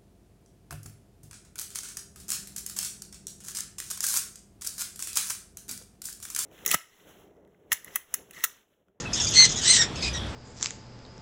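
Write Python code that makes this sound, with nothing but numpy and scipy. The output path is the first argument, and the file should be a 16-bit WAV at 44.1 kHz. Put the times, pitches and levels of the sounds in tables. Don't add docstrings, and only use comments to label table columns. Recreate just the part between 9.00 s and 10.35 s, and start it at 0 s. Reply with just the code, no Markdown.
import sys
import numpy as np
from scipy import signal
from scipy.io import wavfile
from scipy.ndimage import uniform_filter1d, minimum_filter1d

SR = 44100
rng = np.random.default_rng(int(sys.argv[2]) if len(sys.argv) > 2 else 0)


def invert_db(x):
    u = np.asarray(x, float) / 20
    return 10 ** u


def transcribe(signal):
    frames = np.atleast_2d(signal).T
    limited = np.clip(frames, -1, 1)
    pcm = np.round(limited * 32767).astype(np.int16)
    wavfile.write(sys.argv[1], SR, pcm)


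N = 59535

# t/s, f/Hz, level/dB, roughness [0-1]
SQUAWK_1 = [
    (.34, 2067, -24, 0.88),
    (.362, 2075, -15, 0.51),
    (.395, 2063, -8, 0.23),
    (.415, 2064, -10.5, 0.37),
    (.437, 2058, -11, 0.2),
    (.4545, 2012, -10, 0.77),
    (.4575, 1887, -16.5, 0.88),
]
SQUAWK_2 = [
    (.62, 1598, -28, 0.94),
    (.665, 1901, -16.5, 0.69),
    (.70, 2032, -8.5, 0.54),
    (.713, 2094, -8, 0.22),
    (.72, 2025, -15, .6),
    (.765, 1984, -12.5, 1),
    (.785, 1854, -19, 0.66),
]
SQUAWK_2_TAIL = [
    (.77, 1860, -18, 0.42),
    (.782, 1884, -27, 0.75),
    (.80, 1872, -17.5, 0.18),
    (.817, 1820, -14.5, 0.47),
    (.835, 1796, -18, 0.91),
    (.85, 1800, -29.5, .35),
    (.875, 1850, -83, 0.78),
]
# t/s, f/Hz, level re first side/dB
SECOND_SIDE = [
    (.35, 4300, -3),
    (.39, 4340, 1),
    (.41, 4340, 2),
    (.417, 4300, -6),
    (.425, 4260, 1),
    (.44, 4190, -5),
    (.455, 4120, -5),
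]
SQUAWK_1_TONES_DB = [-12, -20, -4, -22]
SQUAWK_2_TONES_DB = [-10.5, -3.5, -3.5, -3.5]
TAIL_TONES_DB = [-2, -6, 0, -4]
LOW_TONES_DB = [-29, 2.5, 0, 7, -18, -22]
HIGH_TONES_DB = [-21, -15, -17.5, -31]
PEEP_TONES_DB = [-10, 0, -24]
# f/Hz, width/Hz, level/dB
THROAT_PEAKS = [(3010, 300, -6.5), (4400, 1200, -3), (5650, 3900, -4.5), (7840, 2070, -4)]
# t/s, length/s, level/dB, f/Hz, roughness [0-1]
FAR_LOW_CALLS = [
    (.322, 0.0225, -31, 1463, 0.55),
    (.955, 0.038, -34.5, 1298, .7),
    (1.022, 0.064, -25, 1233, 0.62),
]
FAR_HIGH_CALLS = [
    (.155, 0.064, -27, 1800, 0.82),
    (.57, 0.03, -32, 1901, 0.52),
    (1.137, 0.0373, -30.5, 1867, 0.462),
]
FAR_PEEP = [
    (.054, .016, -35, 1315, .1),
]
# t/s, length/s, level/dB, opening note f/Hz, note level re rasp/dB
CHIRP_RUN = [(-.03, 0.029, -32.5, 5050, -20), (0.13, 0.023, -24.5, 5220, -1),
             (0.199, 0.053, -27, 5600, 5.5), (.267, 0.022, -28.5, 4850, 3.5), (0.306, 0.036, -35, 6070, -8),
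             (0.487, 0.039, -29.5, 5100, -8), (0.557, 0.03, -31, 6900, 5), (0.608, .03, -36, 5870, -34),
             (0.948, .02, -46, 4500, 2), (1.006, 0.018, -42, 4500, 5.5), (1.029, .015, -41, 4270, 13),
             (1.129, 0.018, -47, 6060, 9.5)]
# f/Hz, width/Hz, level/dB
BEAK_PEAKS = [(5100, 890, 1.5), (6554, 810, 9), (7120, 2100, 2)]
# t/s, peak level/dB
WIRE_TICKS = [
    (.124, -22),
    (.4035, -3),
    (.4245, -2),
]
# f/Hz, level/(dB per Hz)
HUM_SPECTRUM = [(15, -38), (25, -6), (112, 3.5), (786, -11.5), (3620, -19.5), (4630, -18), (5240, -37),
                (7760, -22), (9000, -55), (11700, -103), (19800, -120)]
# t/s, level/dB
BEARING_DRONE = [
    (0.0, -64),
    (0.462, -72),
    (0.976, -43.5),
    (1.064, -34.5),
    (1.3, -37.5),
    (1.35, -76),
]
# t/s, level/dB
FLOCK_LEVEL = [
    (0, -100),
    (.08, -50),
    (.15, -40.5),
    (.55, -37),
    (.95, -46.5),
    (1.25, -42),
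    (1.35, -65),
]


def in_time(rows):
    t_s, *columns = np.transpose(rows)
    return [np.interp(np.arange(N) / SR, t_s, column) for column in columns]


def rms_one(x):
    return x / np.sqrt(np.mean(x ** 2) + 1e-20)


def drift(rate_hz):
    settle = 9000
    r = np.exp(-2 * np.pi * rate_hz / SR)
    noise = rng.standard_normal(N + settle)
    return rms_one(signal.lfilter([1], [1, -2 * r, r * r], noise)[settle:])


def resonate(x, peaks):
    out = 0
    for k, (hz, width_hz, db) in enumerate(peaks):
        r = np.exp(-np.pi * width_hz / SR)
        poles = [1, -2 * r * np.cos(2 * np.pi * hz / SR), r * r]
        ring = signal.lfilter([1, 0, -1], poles, x + 1e-18) * (1 - r * r) / 2
        out = out + (-1) ** k * invert_db(db) * ring
    return out


def shape(start_s, length_s, attack_s, release_s):
    t = np.arange(N) / SR - start_s
    return np.clip(t / attack_s, 0, 1) * np.exp(-np.clip(t - length_s, 0, 1) / release_s)


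def squawk(rows, tones_db, breath_share, second_db=None):
    hz, db, rough = in_time(rows)
    first_s, last_s = rows[0][0], rows[-1][0]
    effort = invert_db(db) * shape(first_s - .01, last_s - first_s + 0.016, 0.008, .005)
    return effort * voice(hz, rough, tones_db, breath_share, second_db)


def voice(hz, rough, tones_db, breath_share, second_db=None):
    rough = np.clip(rough, 0, 1)
    tremble = rough * (.04 * drift(353.6) + .03 * drift(50.2))
    phase = 2 * np.pi * np.cumsum(hz * (1 + tremble)) / SR
    tone = 0
    for k, db in enumerate(tones_db):
        waver = 1 + 1.17 * rough * drift(350)
        tone = tone + invert_db(db) * waver * np.sin((k + 1) * phase + k)
    if second_db is not None:
        tone = tone + second_side(second_db)
    flicker = invert_db(1.5 * drift(180))
    breath = resonate(rng.standard_normal(N) * (1 + np.cos(phase)) * flicker, THROAT_PEAKS)
    return np.sqrt(1 - rough) * rms_one(tone) + breath_share * rough * rms_one(breath)


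def second_side(level_db):
    flutter_hz, flutter_depth = 150, .5
    hz, db = in_time(SECOND_SIDE)
    phase = 2 * np.pi * np.cumsum(hz * (1 + .012 * drift(480))) / SR
    flutter = 2 * np.pi * flutter_hz * np.arange(N) / SR
    return invert_db(level_db + db) * sum(flutter_depth ** k * np.sin(phase - k * flutter) for k in range(3))


def far_calls(rows, tones_db):
    attack_s, release_s, sag, breath_share = 0.0027, 0.01, 0.026, .4
    t = np.arange(N) / SR
    out = 0
    for start_s, length_s, db, hz, rough in rows:
        sagging_hz = hz * (1 - sag * np.clip((t - start_s) / length_s - .5, -1, 1))
        call = voice(sagging_hz, rough, tones_db, breath_share)
        out = out + invert_db(db) * shape(start_s, length_s, attack_s, release_s) * call
    return out


def chirps():
    clicks_per_s, fall_hz_per_s = 1500, 13000
    clicks = (rng.random(N) < clicks_per_s / SR) * rng.standard_normal(N)
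    clicks = clicks + 0.11 * rng.standard_normal(N)
    rasp = rms_one(resonate(resonate(clicks, BEAK_PEAKS), BEAK_PEAKS))
    t = np.arange(N) / SR
    out = 0
    for start_s, length_s, db, hz, note_db in CHIRP_RUN:
        note_hz = hz - fall_hz_per_s * (t - start_s) + 150 * drift(360)
        phase = 2 * np.pi * np.cumsum(note_hz) / SR
        note = (np.sin(phase) + .25 * np.sin(phase / 2)) * shape(start_s, .01, .002, .007)
        out = out + invert_db(db) * (shape(start_s, length_s, 0.009, 0.019) * rasp + invert_db(note_db) * note)
    return out


def ticks():
    taps = np.zeros(N)
    for t_s, db in WIRE_TICKS:
        taps[int(t_s * SR)] = invert_db(db)
    return resonate(taps, [(1500, 1300, 12), (4500, 1200, 2)])


def room(x):
    t60_s, wall_cut_hz, gap_s = 0.18, 9700, .004
    t = np.arange(SR // 2) / SR
    dull = signal.lfilter([1], [1, -np.exp(-2 * np.pi * wall_cut_hz / SR)], rng.standard_normal(len(t)))
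    tail = dull * invert_db(-60 * t / t60_s) * (t > gap_s)
    return signal.fftconvolve(x, tail / np.sqrt(np.sum(tail ** 2)))[:N]


def background():
    white = rng.standard_normal((2, N + SR))
    edges_hz = 22 * 2 ** np.arange(0, 9.6, .5)
    spectrum_hz, spectrum_db = np.transpose(HUM_SPECTRUM)
    hum = 0
    for k, (low, high) in enumerate(zip(edges_hz, edges_hz[1:])):
        sos = signal.butter(2, [low, high], "band", fs=SR, output="sos")
        band = signal.sosfilt(sos, white[k % 2])[SR:]
        db = np.interp(np.log(low * high) / 2, np.log(spectrum_hz), spectrum_db)
        hum = hum + invert_db(db + 1.37 * drift(12.2)) * band
    flock_peak = [(3400, 600, 0)]
    flock = rms_one(resonate(resonate(white[0, :N], flock_peak), flock_peak))
    chorus = flock * invert_db(in_time(FLOCK_LEVEL)[0] + 2.0 * drift(7))
    drone_phase = 2 * np.pi * np.cumsum(65 + 9.3 * drift(17)) / SR
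    drone = invert_db(in_time(BEARING_DRONE)[0]) * np.sqrt(2) * np.sin(drone_phase)
    return invert_db(-35) * rms_one(hum) + chorus + drone


def scene():
    near = squawk(SQUAWK_1, SQUAWK_1_TONES_DB, .55, second_db=0)
    near = near + squawk(SQUAWK_2, SQUAWK_2_TONES_DB, .55) + squawk(SQUAWK_2_TAIL, TAIL_TONES_DB, .2)
    far = far_calls(FAR_LOW_CALLS, LOW_TONES_DB) + far_calls(FAR_HIGH_CALLS, HIGH_TONES_DB)
    far = far + far_calls(FAR_PEEP, PEEP_TONES_DB)
    birds = near + far + chirps() + ticks()
    room_db = -12
    return (birds + invert_db(room_db) * room(birds) + background())[None]


def band_limit(x):
    return signal.sosfilt(signal.butter(12, 12270, fs=SR, output="sos"), x)


def record(dry):
    limit, edge_hz, grains_per_s = .8, 8600, 17
    fizz_db, duck_db, duck_slope = -65.5, -22, 6
    top_cut = signal.ellip(12, .5, 70, edge_hz, fs=SR, output="sos")
    low = signal.sosfilt(top_cut, limit * np.tanh(dry / limit))
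    level_db = 10 * np.log10(uniform_filter1d(low ** 2, size=2048) + 1e-9)
    held_db = -minimum_filter1d(-level_db, size=2400, origin=600)
    bursts = uniform_filter1d(1. * (rng.random(N) < grains_per_s / SR), size=30) * 30
    grain = rng.standard_normal(N) * (1 + 9.0 * bursts)
    fizz_band = signal.butter(7, [9300, 11400], "band", fs=SR, output="sos")
    fizz = rms_one(signal.sosfilt(fizz_band, grain))
    ducking = 1 + invert_db(duck_slope * (held_db - duck_db))
    gain = invert_db(fizz_db + (level_db + 33) + 2.6 * drift(29)) / ducking
    return band_limit(low + gain * fizz)


dry = scene()
out = record(dry)
transcribe(out)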